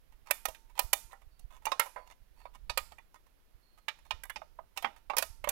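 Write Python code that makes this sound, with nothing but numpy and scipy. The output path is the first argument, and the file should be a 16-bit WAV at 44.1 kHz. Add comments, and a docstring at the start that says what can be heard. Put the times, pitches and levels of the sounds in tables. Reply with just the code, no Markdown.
"""A light breeze rumbles on the microphone as a knife starts to scrape through an aluminium drink can
lying on a stone. The thin wall buckles in short snaps between strokes; rocks and dry leaves scatter the
sound. Puffs of air bump the microphone, and from 1.3 s a far bird whistles. After a lull the flap is bent
open in more snaps, and from 4.4 s the can rocks on the stone. Nearly everything is on the right channel."""
import sys
import numpy as np
from scipy import signal
from scipy.fft import rfft, irfft, next_fast_len
from scipy.io import wavfile
from scipy.ndimage import uniform_filter1d, map_coordinates

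SR = 44100
rng = np.random.default_rng(int(sys.argv[2]) if len(sys.argv) > 2 else 0)


def transcribe(u):
    """Save the signal u as a 16-bit wav file named by the first command-line argument.

    u: samples, shape (n,) or (channels, n), limited to [-1, 1]; the rate is SR.
    q: integer samples, one column per channel.
    """
    v = np.clip(np.atleast_2d(u).T, -1, 1)
    q = np.round(v * 32767).astype(np.int16)
    wavfile.write(sys.argv[1], SR, q)


N = 242991

# bright spectrum of tearing metal, for blade grit and cracks: frequency_hz, level_db
TEAR_SPECTRUM = [(150, -58.5), (500, -30.5), (2500, -4.5), (4800, -5.5), (7000, -1), (11000, 2.5),
                 (13000, 4), (14200, -4.5), (15600, -2)]


def amp(db):
    """Decibels to gain."""
    return 10 ** (np.asarray(db) / 20)


def unit(x):
    """Scale to rms 1."""
    return x / np.sqrt(np.mean(x ** 2) + 1e-20)


def along(points, hz):
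    """Read (frequency_hz, value) points on a log frequency axis."""
    points_hz, values = np.transpose(points)
    return np.interp(np.log(hz + 1), np.log(points_hz + 1), values)


def filtered(x, response):
    """EQ x with a gain given as a function of frequency."""
    n = x.shape[-1]
    padded = next_fast_len(n + 4096)
    return irfft(rfft(x, padded) * response(np.fft.rfftfreq(padded, 1 / SR)), padded)[..., :n]


def noise(spectrum, n):
    """n samples of coloured noise at rms 1."""
    return unit(filtered(rng.standard_normal(n), lambda hz: amp(along(spectrum, hz))))


def wobble(rate, n):
    """A smooth random curve, rate knots a second."""
    knots = rng.standard_normal(int(n * rate / SR) + 4)
    return map_coordinates(knots, [np.arange(n) * rate / SR])


def add(track, start_s, sound):
    """Mix a sound into the track."""
    start = max(round(start_s * SR), 0)
    part = track[start:start + len(sound)]
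    part += sound[:len(part)]


def tone(hz, t):
    """A sine of rms 1 at a random phase."""
    return np.sqrt(2) * np.sin(2 * np.pi * (hz * t + rng.random()))


def burst(x, t, attack_s, hold_s, t60_s):
    """Shape x into a hit: driven while the metal gives way, then dying."""
    envelope = (1 - np.exp(-t / attack_s)) * amp(-60 * np.maximum(t - hold_s, 0) / t60_s)
    return unit(x * envelope) * np.sqrt(np.mean(envelope ** 2))


def breeze():
    """Eddies make a low, lumpy rumble on the microphone, with a few single pushes of air."""
    # rise and fall of the wind: time_s, relative_db
    swells = [(0.0, -73.5), (0.11, -64), (0.64, -65.5), (0.95, -66), (1.2, -68), (1.61, -63.5), (1.79, -71),
              (2.47, -65.5), (2.67, -57.5), (2.81, -55.5), (3.19, -77.5), (3.93, -71), (4.21, -60),
              (4.47, -70.5), (5.09, -66.5), (5.51, -58.5)]
    # wind on the microphone: frequency_hz, level_db
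    rumble_spectrum = [(8, -8), (22, 1.5), (38, -1.5), (60, -7), (100, -25.5), (160, -27.5), (400, -47.5),
                       (1500, -94.5)]
    # pushes of air: centre_s, peak_db
    puffs = [(0.491, -43.5), (0.851, -31.5), (1.052, -46), (1.273, -46.5), (1.45, -35.5), (2.221, -46.5),
             (2.702, -34), (3.551, -47), (4.147, -38), (5.308, -38.5), (5.41, -45)]
    swell_s, swell_db = np.transpose(swells)
    eddies_db = 1.5 * wobble(7, N)
    strength_db = np.interp(np.arange(N) / SR, swell_s, swell_db) + eddies_db
    out = amp(strength_db + 9) * noise(rumble_spectrum, N)
    t = np.arange(-SR // 20, SR // 20) / SR
    phase = 2 * np.pi * 42.75 * t
    push = phase / (1 + (phase / 2.38) ** 2) ** 3  # pressure swings once down and once up
    push = push / np.abs(push).max() * signal.windows.tukey(len(t))
    for centre_s, peak_db in puffs:
        add(out, centre_s + t[0], amp(peak_db) * push)
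    return out


def dented(x, depth_db):
    """Each dent shifts the wall's resonances: fresh peaks and dips on a 170 Hz grid."""
    knots = rng.standard_normal(200)
    return unit(filtered(x, lambda hz: amp(depth_db * map_coordinates(knots, [hz / 170], mode="mirror"))))


def can_ring(t, knock_db, crinkle_db):
    """The knock feeds the can's low modes and the crinkle its high ones, at new strengths each time."""
    # modes of the whole can: pitch_hz, relative_db, t60_s
    modes = [(602.7, -3, 0.13), (905, -17.5, 0.74), (993, 0.5, 0.088), (1104, -12.5, 0.063),
             (1190, -18.5, 0.12), (1251, 3, 0.11), (1370, -25, 0.6), (1856, 1, .1), (2270, -1, .1),
             (2440, -19.5, .4), (2940, -13.5, 0.24), (3570, -7, 0.18), (4400, -17, .12)]
    drive = [(1200, knock_db), (1900, crinkle_db)]
    out, highest_hz = np.zeros(len(t)), modes[-1][0]
    for hz, relative_db, t60_s in modes:
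        level_db = along(drive, hz) + relative_db + 4 * rng.uniform(-1, 1)
        detune = 0.035 * rng.uniform(-1, 1) * hz / highest_hz  # a dent retunes high modes most
        out += amp(level_db - 60 * t / t60_s) * tone(hz * (1 + detune), t)
    return out


def blade_scrapes():
    """The blade catches and slips along the cut edge; every slip ticks and briefly rings the wall."""
    # blade strokes: start_s, length_s, relative_db
    strokes = [(0.112, 0.028, -64.5), (0.256, .04, -52), (0.682, 0.042, -62.5), (0.749, 0.072, -44.5),
               (1.093, 0.037, -56.5), (1.215, 0.0076, -57), (1.494, 0.093, -57.5), (1.614, 0.065, -60),
               (2.049, 0.097, -56.5), (2.355, 0.1, -63), (2.532, 0.034, -53.5), (2.91, .02, -49.5),
               (3.136, 0.03, -53.5), (3.26, .015, -63.5), (3.774, 0.022, -60), (3.982, 0.013, -59),
               (4.049, 0.03, -58), (4.759, 0.017, -47.5), (4.959, 0.029, -57.5)]
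    # the scraped wall: frequency_hz, level_db
    body_spectrum = [(100, -31.5), (350, -22.5), (650, -7), (950, 7), (1400, -10.5), (2500, -6.5),
                     (4000, -18), (7000, -18.5), (16000, -32)]
    slips_per_s, light_stroke_db = 380, -60
    out, t = np.zeros(N), np.arange(SR // 12) / SR
    for start_s, length_s, stroke_db in strokes:
        # a light stroke skates and is gritty; a heavy one digs in
        grit_db = -10.5 - 0.35 * (stroke_db - light_stroke_db)
        n = max(round(length_s * SR), 64)
        slips = (rng.random(n) < slips_per_s / SR) * rng.exponential(size=n) ** 2
        slips = (slips + 0.003) * signal.windows.tukey(n, 0.7)
        envelope = lambda t60_s: np.sqrt(np.abs(signal.fftconvolve(slips, amp(-60 * t / t60_s) ** 2)))
        with_tail = n + len(t) - 1
        body = unit(envelope(t60_s=0.04) * dented(noise(body_spectrum, with_tail), depth_db=4))
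        grit = unit(envelope(t60_s=0.009) * noise(TEAR_SPECTRUM, with_tail))
        ticks = slips * rng.standard_normal(n)
        hollow = unit(signal.fftconvolve(ticks, can_ring(t, 0, 0) * (1 - t / t[-1])))
        scrape = body + amp(grit_db) * grit + amp(-7) * hollow
        add(out, start_s, amp(stroke_db - 1.5) * np.sqrt(n / with_tail) * scrape)
    return out


def surroundings(x):
    """Rocks, trunks and dry leaves scatter each band's energy into a smooth, bright tail."""
    # colour of the tail: frequency_hz, relative_db
    scatter_eq = [(200, -16), (700, -0.5), (1500, -7), (3000, -7.5), (5500, 2.5), (9000, 0), (15000, 0.5)]
    # decay of the tail: frequency_hz, t60_s
    decay_times = [(300, 0.18), (1000, 0.28), (3000, 0.47), (6000, 0.43), (11000, 0.37), (14500, 0.28),
                   (16000, 0.12)]
    hz, t, bands = signal.stft(x, SR, nperseg=256)
    power = uniform_filter1d(np.abs(bands) ** 2, size=7, axis=0)
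    t = t[t < 1]
    bloom = 1 - np.exp(-(t / 0.014) ** 2)
    fade = (amp(-60 * t / along(decay_times, hz)[:, None]) * bloom) ** 2
    fade /= fade.sum(axis=1, keepdims=True)
    tail_power = signal.fftconvolve(power, fade, axes=1)[:, :bands.shape[1]]
    wash = signal.stft(rng.standard_normal(N), SR, nperseg=256)[2]
    tail = wash / wash.std() * np.sqrt(np.abs(tail_power)) * amp(along(scatter_eq, hz))[:, None]
    return signal.istft(tail, SR, nperseg=256)[1][:N]


def buckle_snaps():
    """Each buckle knocks the bent panel, crinkles the wall's dense upper modes and cracks as it tears."""
    # buckles of the sheet: start_s, knock_db, crinkle_db, crack_db, pitch_hz, cutoff_hz, t60_s
    buckles = [(0.3007, -40, -49, -66, 973, 1500, 0.038), (0.3083, -27.5, -19.5, -17.5, 585, 3500, 0.035),
               (.454, -26, -28, -24.5, 1254, 4200, 0.045), (0.4844, -35.5, -41.5, -39, 652, 6950, 0.065),
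               (0.547, -62, -48, -54, 790, 3800, 0.076), (0.7915, -23.5, -24, -18, 988, 3820, 0.055),
               (0.9303, -25.5, -20, -14.5, 800, 3560, 0.04), (1.13, -46, -49.5, -56, 792, 1510, .12),
               (1.393, -67.5, -65.5, -53, 722, 6960, 0.16), (1.654, -37, -30, -31.5, 983, 7000, 0.047),
               (1.667, -25.5, -33, -52, 884, 3470, 0.066), (1.7176, -23.5, -28, -44, 1070, 4860, 0.06),
               (1.7952, -26, -20, -17.5, 916, 2205, 0.1), (1.859, -38.5, -50.5, -49, 1008, 3030, 0.098),
               (1.9607, -36, -47.5, -62, 1003, 2110, 0.18), (2.454, -37.5, -52, -67, 982, 3080, 0.063),
               (2.696, -30.5, -28, -76.5, 960, 4650, 0.062), (2.7742, -26, -23, -22.5, 1227, 3920, 0.062),
               (2.983, -51.5, -46, -59.5, 940, 1680, 0.073), (3.8824, -37.5, -25, -43, 874, 3150, 0.064),
               (4.108, -29.5, -25, -49.5, 1027, 4160, .051), (4.235, -68, -37.5, -37.5, 1260, 1490, 0.032),
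               (4.252, -47.5, -47.5, -49, 953, 1510, 0.052), (4.297, -68, -33, -39, 970, 1870, 0.066),
               (4.359, -36.5, -34.5, -71, 766, 3930, 0.058), (4.417, -38, -52.5, -74.5, 655, 2300, 0.042),
               (4.5879, -37, -67, -84, 659, 2400, 0.054), (4.7736, -36.5, -29.5, -36.5, 777, 6040, 0.054),
               (4.824, -40, -41, -41, 700, 2830, 0.13), (4.845, -26.5, -23.5, -52, 806, 1890, 0.078),
               (5.0986, -25.5, -33.5, -55.5, 1094, 3120, 0.073),
               (5.134, -31.5, -45, -70, 1205, 2420, 0.066), (5.1669, -30.5, -28, -25, 812, 4520, 0.1),
               (5.1823, -27, -26.5, -16.5, 1250, 3940, 0.08), (5.224, -28.5, -27, -26.5, 657, 5340, 0.045),
               (5.441, -31, -32.5, -42, 580, 2310, .066), (5.4732, -27, -36.5, -51, 596, 2230, 0.065),
               (5.4892, -39.5, -41, -19.5, 792, 3560, 0.41)]
    # the panel's low modes: frequency_hz, level_db
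    knock_spectrum = [(60, -51.5), (180, -30), (300, -18), (420, -19.5), (500, -1.5), (590, 1.5),
                      (700, -0.5), (900, 6.5), (1300, -6), (1800, -13.5), (4000, -40.5), (8000, -81)]
    # the wall's upper modes: frequency_hz, level_db
    crinkle_spectrum = [(100, -73.5), (300, -36), (900, -9.5), (1500, -6), (2400, -1.5), (3500, -5),
                        (6500, -4), (16000, -0.5)]
    # a tear lets the strained can jolt against the stone: frequency_hz, level_db
    jolt_spectrum = [(100, -34.5), (220, -16.5), (320, -17.5), (480, -2), (700, -9.5), (1500, -34.5)]
    n = SR // 4
    out, t = np.zeros(N), np.arange(n) / SR
    for start_s, knock_db, crinkle_db, crack_db, pitch_hz, cutoff_hz, t60_s in buckles:
        # a smaller crease is brighter and has a higher overtone
        overtone_hz = 2450 * (cutoff_hz / 4100) ** 0.22
        panel = dented(noise(knock_spectrum, n), depth_db=3.5) + amp(-1.5) * tone(pitch_hz, t)
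        wall = filtered(noise(crinkle_spectrum, n), lambda hz: (1 + (hz / cutoff_hz) ** 6) ** -0.5)
        wall = dented(wall, depth_db=5) + amp(-6) * tone(overtone_hz, t)
        # a tear is a quick run of tiny fractures
        tear = dented(noise(TEAR_SPECTRUM, n) * amp(3.1 * wobble(1500, n)), depth_db=3)
        knock = amp(knock_db) * burst(panel, t, attack_s=0.0004, hold_s=0.0032, t60_s=t60_s)
        crinkle = amp(crinkle_db) * burst(wall, t, attack_s=0.00043, hold_s=0.0026, t60_s=0.99 * t60_s)
        crack = amp(crack_db) * burst(tear, t, attack_s=0.00056, hold_s=0.0039, t60_s=0.026)
        stone = noise(jolt_spectrum, n)
        jolt = amp(crack_db - 22.5) * burst(stone, t, attack_s=0.0008, hold_s=0.003, t60_s=0.025)
        ring = amp(-17.5) * can_ring(t, knock_db, crinkle_db) * (1 - np.exp(-t / 0.0015))
        # the panel's own mode outlasts the knock
        linger = amp(knock_db - 13 - 60 * t / (2.3 * t60_s)) * (1 - np.exp(-t / 0.001))
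        ring += linger * tone(pitch_hz, t)
        add(out, start_s, knock + crinkle + crack + jolt + ring)
        # the metal starts to yield a moment before it gives way
        yielding = burst(wall + panel, t, attack_s=0.0017, hold_s=0.002, t60_s=0.017)
        add(out, start_s - 0.002, amp(max(crack_db, crinkle_db) - 20.5) * yielding)
    return out


def far_bird():
    """Thin whistles, each lower than the last, sag and fade, smeared by many paths between the trees."""
    # the bird's calls: start_s, length_s, level_db
    whistles = [(1.295, 0.16, -80), (1.95, .18, -77), (2.36, 0.15, -74), (3.584, 0.31, -76.5),
                (4.037, 0.1, -79.5)]
    pitch_hz, drift_hz_per_s, sag_hz_per_s, fade_db_per_s = 4660, 94, 320, 29.5
    out = np.zeros(N)
    for start_s, length_s, level_db in whistles:
        n = round(length_s * SR)
        t = np.arange(n) / SR
        hz = pitch_hz - drift_hz_per_s * start_s - sag_hz_per_s * t
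        phase = 2 * np.pi * np.cumsum(hz) / SR
        blur = lambda: wobble(110, n) + wobble(420, n)
        whistle = blur() * np.sin(phase) + blur() * np.cos(phase)
        envelope = signal.windows.tukey(n, 0.5) * amp(-fade_db_per_s * t)
        add(out, start_s, amp(level_db) * unit(whistle * envelope))
    return out


def stone_thuds():
    """The can rocks as the flap is bent, and the stone gives a short, dull answer."""
    # bumps on the stone: start_s, level_db
    bumps = [(4.359, -58.5), (4.846, -49.5), (5.101, -59), (5.185, -63.5), (5.226, -68), (5.474, -55)]
    # body of a bump: frequency_hz, level_db
    thud_spectrum = [(60, -20.5), (140, -25), (195, 0), (260, -4), (400, -13), (1000, -48.5)]
    out, t = np.zeros(N), np.arange(SR // 4) / SR
    for start_s, level_db in bumps:
        thud = burst(noise(thud_spectrum, len(t)), t, attack_s=0.0028, hold_s=0.0057, t60_s=0.19)
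        add(out, start_s, amp(level_db) * thud)
    return out


def scene():
    """The right channel carries the mix and leaks faintly into the left; each has its own hiss."""
    # bleed from right into left: frequency_hz, gain_db
    leak_eq = [(300, -31), (1200, -33.5), (2200, -38.5), (12000, -45.5)]
    # left noise floor: frequency_hz, level_db
    left_hiss = [(20, 23.5), (60, 11), (150, -2), (400, -6), (1000, -14), (2500, -16.5), (5000, -17.5),
                 (8000, -30), (16000, -25)]
    # right noise floor: frequency_hz, level_db
    right_hiss = [(30, -3.5), (150, -3), (400, -3.5), (1000, -8), (2500, -11.5), (5000, -16.5),
                  (8000, -21.5), (11500, -15), (13200, -16), (14300, -16.5), (15800, -18.5)]
    can = buckle_snaps() + blade_scrapes() + stone_thuds()
    mix = can + amp(-18) * surroundings(can) + breeze() + far_bird()
    left = filtered(mix, lambda hz: amp(along(leak_eq, hz))) + amp(-67.5) * noise(left_hiss, N)
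    right = mix + amp(-69.5) * noise(right_hiss, N)
    return np.array([left, right])


def record(dry):
    """The recorder rolls off steeply at its band limit."""
    cutoff_hz = 15950
    return filtered(dry, lambda hz: 1 / (1 + (hz / cutoff_hz) ** 110))


dry = scene()
out = record(dry)
transcribe(out)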